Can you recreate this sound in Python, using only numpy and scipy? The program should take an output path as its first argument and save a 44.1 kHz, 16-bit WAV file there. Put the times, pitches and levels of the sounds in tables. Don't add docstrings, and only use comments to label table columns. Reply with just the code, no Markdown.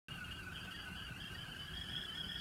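import sys
import numpy as np
from scipy import signal
from scipy.fft import rfft, irfft, next_fast_len
from scipy.io import wavfile
from scipy.ndimage import uniform_filter1d

SR = 44100
rng = np.random.default_rng(int(sys.argv[2]) if len(sys.argv) > 2 else 0)


def nominal_scale(level):
    x = np.asarray(level, float) / 20
    return 10 ** x


def to_wav(s):
    ch = np.atleast_2d(s).T
    pcm = np.round(np.clip(ch, -1, 1) * 32767)
    wavfile.write(sys.argv[1], SR, pcm.astype(np.int16))


N = 105884
EFFORT_REF_DB = -55
SURGE_EDGE_S = .009


def evened(x):
    return x / np.sqrt(np.mean(x ** 2) + 1e-20)


def read(points, hz):
    f, value = np.transpose(points)
    return np.interp(np.log(hz + 1), np.log(f + 1), value, left=-90)


def drift(top_hz, low_hz=0.):
    n = next_fast_len(N)
    hz = np.fft.rfftfreq(n, 1 / SR) + 1e-3
    spectrum = rfft(rng.standard_normal(n))
    spectrum = spectrum / (1 + (hz / top_hz) ** 4) / (1 + (low_hz / hz) ** 2)
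    return evened(irfft(spectrum, n)[:N])


def gate(t, start, length, edge):
    return .5 * (np.tanh((t - start) / edge) - np.tanh((t - start - length) / edge))


def turns(hz):
    return 2 * np.pi * np.cumsum(hz) / SR


def fuzz(phase, width):
    return np.cos(phase) * drift(width / 2) + np.sin(phase) * drift(width / 2)


def wash(spectrum, patch_db, wide):
    frames, hz = N // 512 + 6, np.fft.rfftfreq(2048, 1 / SR)
    a, b, patches = rng.standard_normal((frames, 1025, 3)).T
    patches = uniform_filter1d(patches, wide, axis=0)
    patches = evened(uniform_filter1d(patches, size=4, axis=1))
    z = (a + 1j * b) * nominal_scale(read(spectrum, hz)[:, None] + patch_db * patches)
    return evened(signal.istft(z, nperseg=2048, noverlap=1536)[1][:N])


# start_s, pitch_hz of the main stage
FLOW = [(.08, 2700), (.22, 2570), (.3, 2720), (.41, 2620), (.5, 2470), (.6, 2650), (.9, 2750), (1.13, 2630),
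        (1.3, 2830), (1.55, 2940), (1.7, 2930), (1.88, 3050), (2.1, 3065), (2.4, 3080)]
FLOW_EFFORT = [-51.5, -62, -52.5, -61.5, -61.5, -58, -58, -58, -58, -56, -57, -50, -48, -45.5]
# start_s, length_s, lift_hz
SURGES = [(.095, .1, 170), (.235, .03, 230), (.305, .105, 180), (.52, .05, 500), (.6, .065, 270),
          (.705, .025, 250), (.735, .115, 250), (.955, .04, 320), (1.0, .075, 290), (1.155, .045, 180),
          (1.2, .04, 480), (1.25, .04, 440), (1.365, .07, 230), (1.51, .02, 110), (1.59, .07, 115),
          (1.675, .02, 250), (1.735, .11, 330), (1.895, .16, 270), (2.145, .08, 255), (2.278, .14, 245)]
SURGE_EFFORT = [0.56, 1.2, 3.2, 1.8, 1.4, 1.3, 0.73, 4.1, 2.9, 1.5, 7.3, 5.1, 4.8, 3.7, 8.2, 2.3, 2.6, 3,
                3.1, 2.6]


def steam():
    t = np.arange(N) / SR
    s, hz = np.transpose(FLOW)
    db, surge = np.interp(t, s, FLOW_EFFORT), 0
    for (start, length, lift_hz), extra_db in zip(SURGES, SURGE_EFFORT):
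        on = gate(t, start, length, SURGE_EDGE_S / 2)
        surge = surge + lift_hz * on
        db = db + extra_db * on
    return np.interp(t, s, hz) + surge, db, surge


# pitch_hz when the main stage is at 3000 Hz, slope against it,
# clean_share (0-1), flutter_db
STAGE_LAWS = [
    (1345, .3, .8, 3),
    (1620, .45, .75, 4),
    (2640, .8, .75, 4),
    (3000, 1, .9, 3.5),
    (4650, 1.55, .6, 4),
]
# level_db, effort_share (dB per dB), fuzz_width_hz
STAGE_LEVELS = [(-11, 0.025, 42), (-5, -0.37, 350), (-15.5, 0.1, 110), (-3.5, 0.58, 480),
                (-16.5, 0.49, 570)]


def whistle(hz, db):
    effort = db - EFFORT_REF_DB
    loose = nominal_scale(-.9 * effort)
    hz, out = hz * (1 + .013 * loose * drift(50, 12)), 0
    rooms = [1, free(PEEPS), 1, free(BEATS), 1]
    for law, strength, room in zip(STAGE_LAWS, STAGE_LEVELS, rooms):
        mid_hz, slope, clean, flutter_db = law
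        stage_db, follow, width = strength
        own_waver = .009 / slope * loose ** slope * drift(50, 10)
        phase = turns((mid_hz + slope * (hz - 3000)) * (1 + own_waver))
        tone = np.sqrt(2 * clean) * np.sin(phase) + np.sqrt(1 - clean) * fuzz(phase, width)
        flutter = flutter_db * np.minimum(drift(42.3, 41), 1)
        out = out + room * tone * nominal_scale(EFFORT_REF_DB + stage_db + follow * effort + flutter)
    return metal(out, 0.65)


def free(notes):
    t = np.arange(N) / SR
    edge = SURGE_EDGE_S
    locked = sum(gate(t, s - edge, length + 2 * edge, edge / 2) for s, length, hz, db in notes)
    return nominal_scale(-9 * np.minimum(locked, 1))


BELLY_HZ = [1310, 1465, 1550, 1678, 1800, 1870]
# width_hz, level_db
BELLY_RING = [(40.8, 2.8), (47.3, 1.3), (62, 8.6), (38, 9.4), (34.7, 4.6), (43.4, 6.5)]
SPOUT_HZ = [2400, 2520, 2606, 2765, 2850, 2930, 3064, 3140, 3210, 3290, 3328, 3474]
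# width_hz, level_db
SPOUT_RING = [(49.4, 4.3), (51, 1.8), (24.4, 15), (40, 10.6), (40.6, 11), (30.3, 15), (25.3, 13), (26, 16),
              (31.2, 2.7), (25.3, 10.9), (32.4, 1.8), (15.8, 2.7)]
LID_HZ = [3840, 4355, 4550, 4673, 4780, 5010, 5120, 5250, 5420]
# width_hz, level_db
LID_RING = [(39.7, 22.5), (39.3, 12.6), (35, 2.1), (40.2, 10.5), (39.8, 5), (45, 13), (38.6, 1.6),
            (45, 2.2), (30, 2.9)]


def metal(x, direct):
    hz = np.fft.rfftfreq(N, 1 / SR)
    modes = zip(BELLY_HZ + SPOUT_HZ + LID_HZ, BELLY_RING + SPOUT_RING + LID_RING)
    ring = sum(nominal_scale(db) / (1 + 2j * (hz - f) / w) for f, (w, db) in modes)
    hollow_db = -26 * np.exp(-((hz - 3950) / 330) ** 4)
    return irfft(rfft(x) * (direct + 0.36 * ring) * nominal_scale(hollow_db), N)


# pitch_ratio, width_hz, level_db, effort_share (dB per dB),
# surge_gain_db per 100 Hz of surge
RASPS = [
    (.5, 480, -14.5, 0.51, 3),
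    (1.04, 880, -16.5, 0.68, 5),
    (1.601, 980, -17, 0.17, -2.5),
]


def rasp(hz, db, surge):
    phase, out = turns(hz), 0
    for ratio, width, rasp_db, follow, gain in RASPS:
        level = EFFORT_REF_DB + rasp_db + follow * (db - EFFORT_REF_DB)
        level = level + gain * np.minimum(surge, 300) / 100 + 4.5 * drift(38.0, 17)
        out = out + fuzz(ratio * phase, width) * nominal_scale(level)
    return metal(out, 0.24)


# start_s, length_s, pitch_hz, level_db
PEEPS = [(0.206, 0.04, 1470, -48.5), (0.465, 0.025, 1470, -48), (0.523, 0.0071, 1530, -44),
         (0.563, 0.022, 1520, -50.5), (0.633, 0.006, 1580, -46), (0.673, 0.027, 1510, -49.5),
         (0.743, 0.017, 1860, -52), (0.86, 0.031, 1500, -50), (0.902, 0.0066, 1500, -47),
         (0.954, 0.0067, 1510, -47), (1.086, 0.013, 1550, -50), (1.114, 0.015, 1490, -50),
         (1.301, 0.011, 1560, -52), (1.351, 0.011, 1840, -49), (1.838, 0.015, 1790, -53.5),
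         (1.896, 0.0074, 1800, -50), (1.974, 0.01, 1480, -54), (1.976, 0.017, 1800, -52.5),
         (2.018, 0.011, 1700, -66), (2.117, 0.0081, 1700, -49), (2.137, 0.018, 1800, -51.5),
         (2.169, 0.022, 1490, -55), (2.171, 0.015, 1820, -52), (2.203, 0.009, 1540, -53),
         (2.287, 0.053, 1800, -54.5), (2.295, 0.018, 1470, -52.5), (2.349, 0.03, 1820, -53.5),
         (2.357, 0.017, 1480, -60)]
# start_s, length_s, pitch_hz, level_db
BEATS = [(0.108, 0.015, 2840, -49.5), (0.153, 0.017, 2770, -49.5), (0.186, 0.013, 2693, -53),
         (0.243, 0.011, 2850, -47.5), (0.311, 0.015, 2860, -48.5), (0.348, 0.0084, 2840, -49),
         (0.542, 0.018, 3070, -52), (0.626, 0.012, 2830, -50.5), (0.653, 0.0062, 2840, -46.5),
         (0.711, 0.0075, 3030, -48), (0.722, 0.0065, 2820, -45), (0.738, 0.009, 3276, -51),
         (0.76, 0.0084, 2850, -50), (0.836, 0.011, 2890, -53.5), (0.927, 0.011, 2790, -48.5),
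         (0.975, 0.019, 3070, -53.5), (1, 0.01, 2870, -50), (1.047, 0.0097, 3040, -49),
         (1.062, 0.028, 2850, -52.5), (1.164, 0.0056, 2836, -46.5), (1.189, 0.031, 3024, -56),
         (1.206, 0.02, 3210, -52.5), (1.234, 0.016, 2750, -51), (1.253, 0.02, 3240, -51.5),
         (1.275, 0.009, 2760, -49), (1.34, 0.021, 2880, -54), (1.382, 0.017, 3010, -51),
         (1.409, 0.026, 3110, -49), (1.515, 0.017, 3054, -49.5), (1.53, 0.011, 2830, -52),
         (1.589, 0.051, 3045, -50), (1.738, 0.0095, 3280, -44.5), (1.764, 0.016, 3310, -44.5),
         (1.808, 0.022, 3307, -48), (1.93, 0.013, 3330, -43), (1.964, 0.0083, 3310, -38),
         (1.977, 0.027, 3350, -47.5), (2.05, 0.0082, 3346, -42), (2.08, 0.036, 3047, -46.5),
         (2.152, 0.012, 3293, -42.5), (2.172, 0.051, 3297, -44.5), (2.284, 0.021, 3357, -44),
         (2.317, 0.0054, 3226, -38), (2.358, 0.0072, 3290, -39)]
# start_s, length_s, pitch_hz, level_db
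THREADS = [
    (0.69, 0.046, 1310, -60.5),
    (2.061, 0.077, 1309, -60.5),
    (0.1, 0.079, 4360, -75),
    (2.225, 0.063, 1500, -58),
]


def peeps():
    t, out = np.arange(N) / SR, 0
    wobble = turns(19 * drift(55))
    for s, length, hz, db in [*PEEPS, *BEATS, *THREADS]:
        tone = np.sin(2 * np.pi * hz * t + wobble * hz / BEAD_HZ[0] * 2)
        out = out + np.sqrt(2) * nominal_scale(db) * gate(t, s, length, .004) * tone
    return out


BEAD_HZ = [3328, 4673]
# start_s, length_s, spout_level_db, lid_level_db
BEADS = [(0.146, 0.018, -63, -71), (0.308, 0.015, -61, -86), (0.36, 0.022, -59.5, -66),
         (0.429, 0.016, -86, -66), (0.607, 0.019, -72, -60.5), (.64, 0.015, -63, -69),
         (0.71, .016, -65, -64), (0.748, 0.02, -55.5, -59), (0.794, 0.048, -68, -63),
         (0.957, 0.05, -63.5, -66), (1.039, 0.033, -65, -63), (1.2, 0.037, -71, -66),
         (1.337, 0.041, -64, -62), (1.77, 0.015, -60, -56.5), (2.371, 0.033, -70, -61)]


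def beads():
    t, out = np.arange(N) / SR, 0
    for k, hz in enumerate(BEAD_HZ):
        level = sum(nominal_scale(row[2 + k]) * gate(t, row[0], row[1], 0.0057) for row in BEADS)
        phase = 2 * np.pi * hz * t + turns(16.8 * drift(54.0))
        out = out + level * np.sqrt(2) * np.sin(phase) * nominal_scale(2.0 * drift(45.0, 21))
    return out


# pitch_hz, level_db per Hz
HISS = [(3290, -37), (5600, -3), (6960, 0), (7620, -3), (8230, 0.5), (9590, 0), (11500, -2.5), (15600, -11)]
# pitch_hz, level_db per Hz
SEETHE = [(800, -12.5), (1200, -7.5), (2000, -6), (3300, -11), (3700, -13), (4200, -14), (5600, -18),
          (7000, -44)]
# start_s (peak), half_length_s, gain_db
PUFFS = [
    (0.168, 0.013, 2),
    (.32, 0.013, 1.5),
    (0.592, 0.017, 2.5),
    (0.723, 0.012, 5.5),
    (1.336, 0.017, 3),
]


def hiss(db):
    t = np.arange(N) / SR
    puffs = sum(p * np.exp(-((t - s) / w) ** 2) for s, w, p in PUFFS)
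    flicker = 0.72 * drift(65.0, low_hz=2.7)
    level = 0.067 * (db - EFFORT_REF_DB) + flicker + puffs
    bright = nominal_scale(-67.5 + level) * wash(HISS, 0.98, wide=30)
    return bright + nominal_scale(-62 + 1.44 * level) * wash(SEETHE, 3.8, wide=12)


# pitch_hz, level_db per Hz
BOIL = [(27, -40), (38, -10), (164, -4), (280, -8.5), (315, -12.5), (565, -20), (760, -15), (870, -20),
        (1300, -18.5), (1500, -41.5)]
# pitch_hz, width_hz, level_db
DRONE = [(37.86, 31, -63.5), (61.66, 17, -62), (83, 10.8, -61.5), (103.3, 5.6, -66), (122.4, 18, -64),
         (158.4, 21, -62.5), (180.7, 24.4, -62), (277, 49, -73), (363.6, 34, -71)]


def boil():
    t = np.arange(N) / SR
    hum = sum(nominal_scale(db) * fuzz(2 * np.pi * hz * t, w) for hz, w, db in DRONE)
    rumble = nominal_scale(-53 - 4.5) * wash(BOIL, 0.96, wide=6)
    return rumble * nominal_scale(1.33 * drift(12.7)) + hum * nominal_scale(1.8 * drift(11.0))


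def kitchen(x):
    at = np.arange(200, SR // 2, 22)
    taps = np.zeros(SR // 2 + 22)
    signs = rng.choice([-1., 1.], len(at))
    taps[at + rng.integers(0, 22, len(at))] = signs * nominal_scale(-60 * at / SR / .25)
    return signal.fftconvolve(x, taps / np.linalg.norm(taps))[:N]


def scene():
    hz, db, surge = steam()
    jet = whistle(hz, db) + rasp(hz, db, surge) * np.sqrt(free(BEATS))
    kettle = jet + peeps() + beads()
    return (kettle + nominal_scale(-9) * kitchen(kettle) + hiss(db) + boil())[None]


def low_pass(x):
    return signal.sosfilt(signal.butter(12, 15700, fs=SR, output="sos"), x)


def record(dry):
    low_cut = signal.butter(4, 36, "high", fs=SR, output="sos")
    heard = signal.sosfilt(low_cut, dry)
    opened = np.arange(N) >= .0842 * SR
    return low_pass(heard * opened)


dry = scene()
out = record(dry)
to_wav(out)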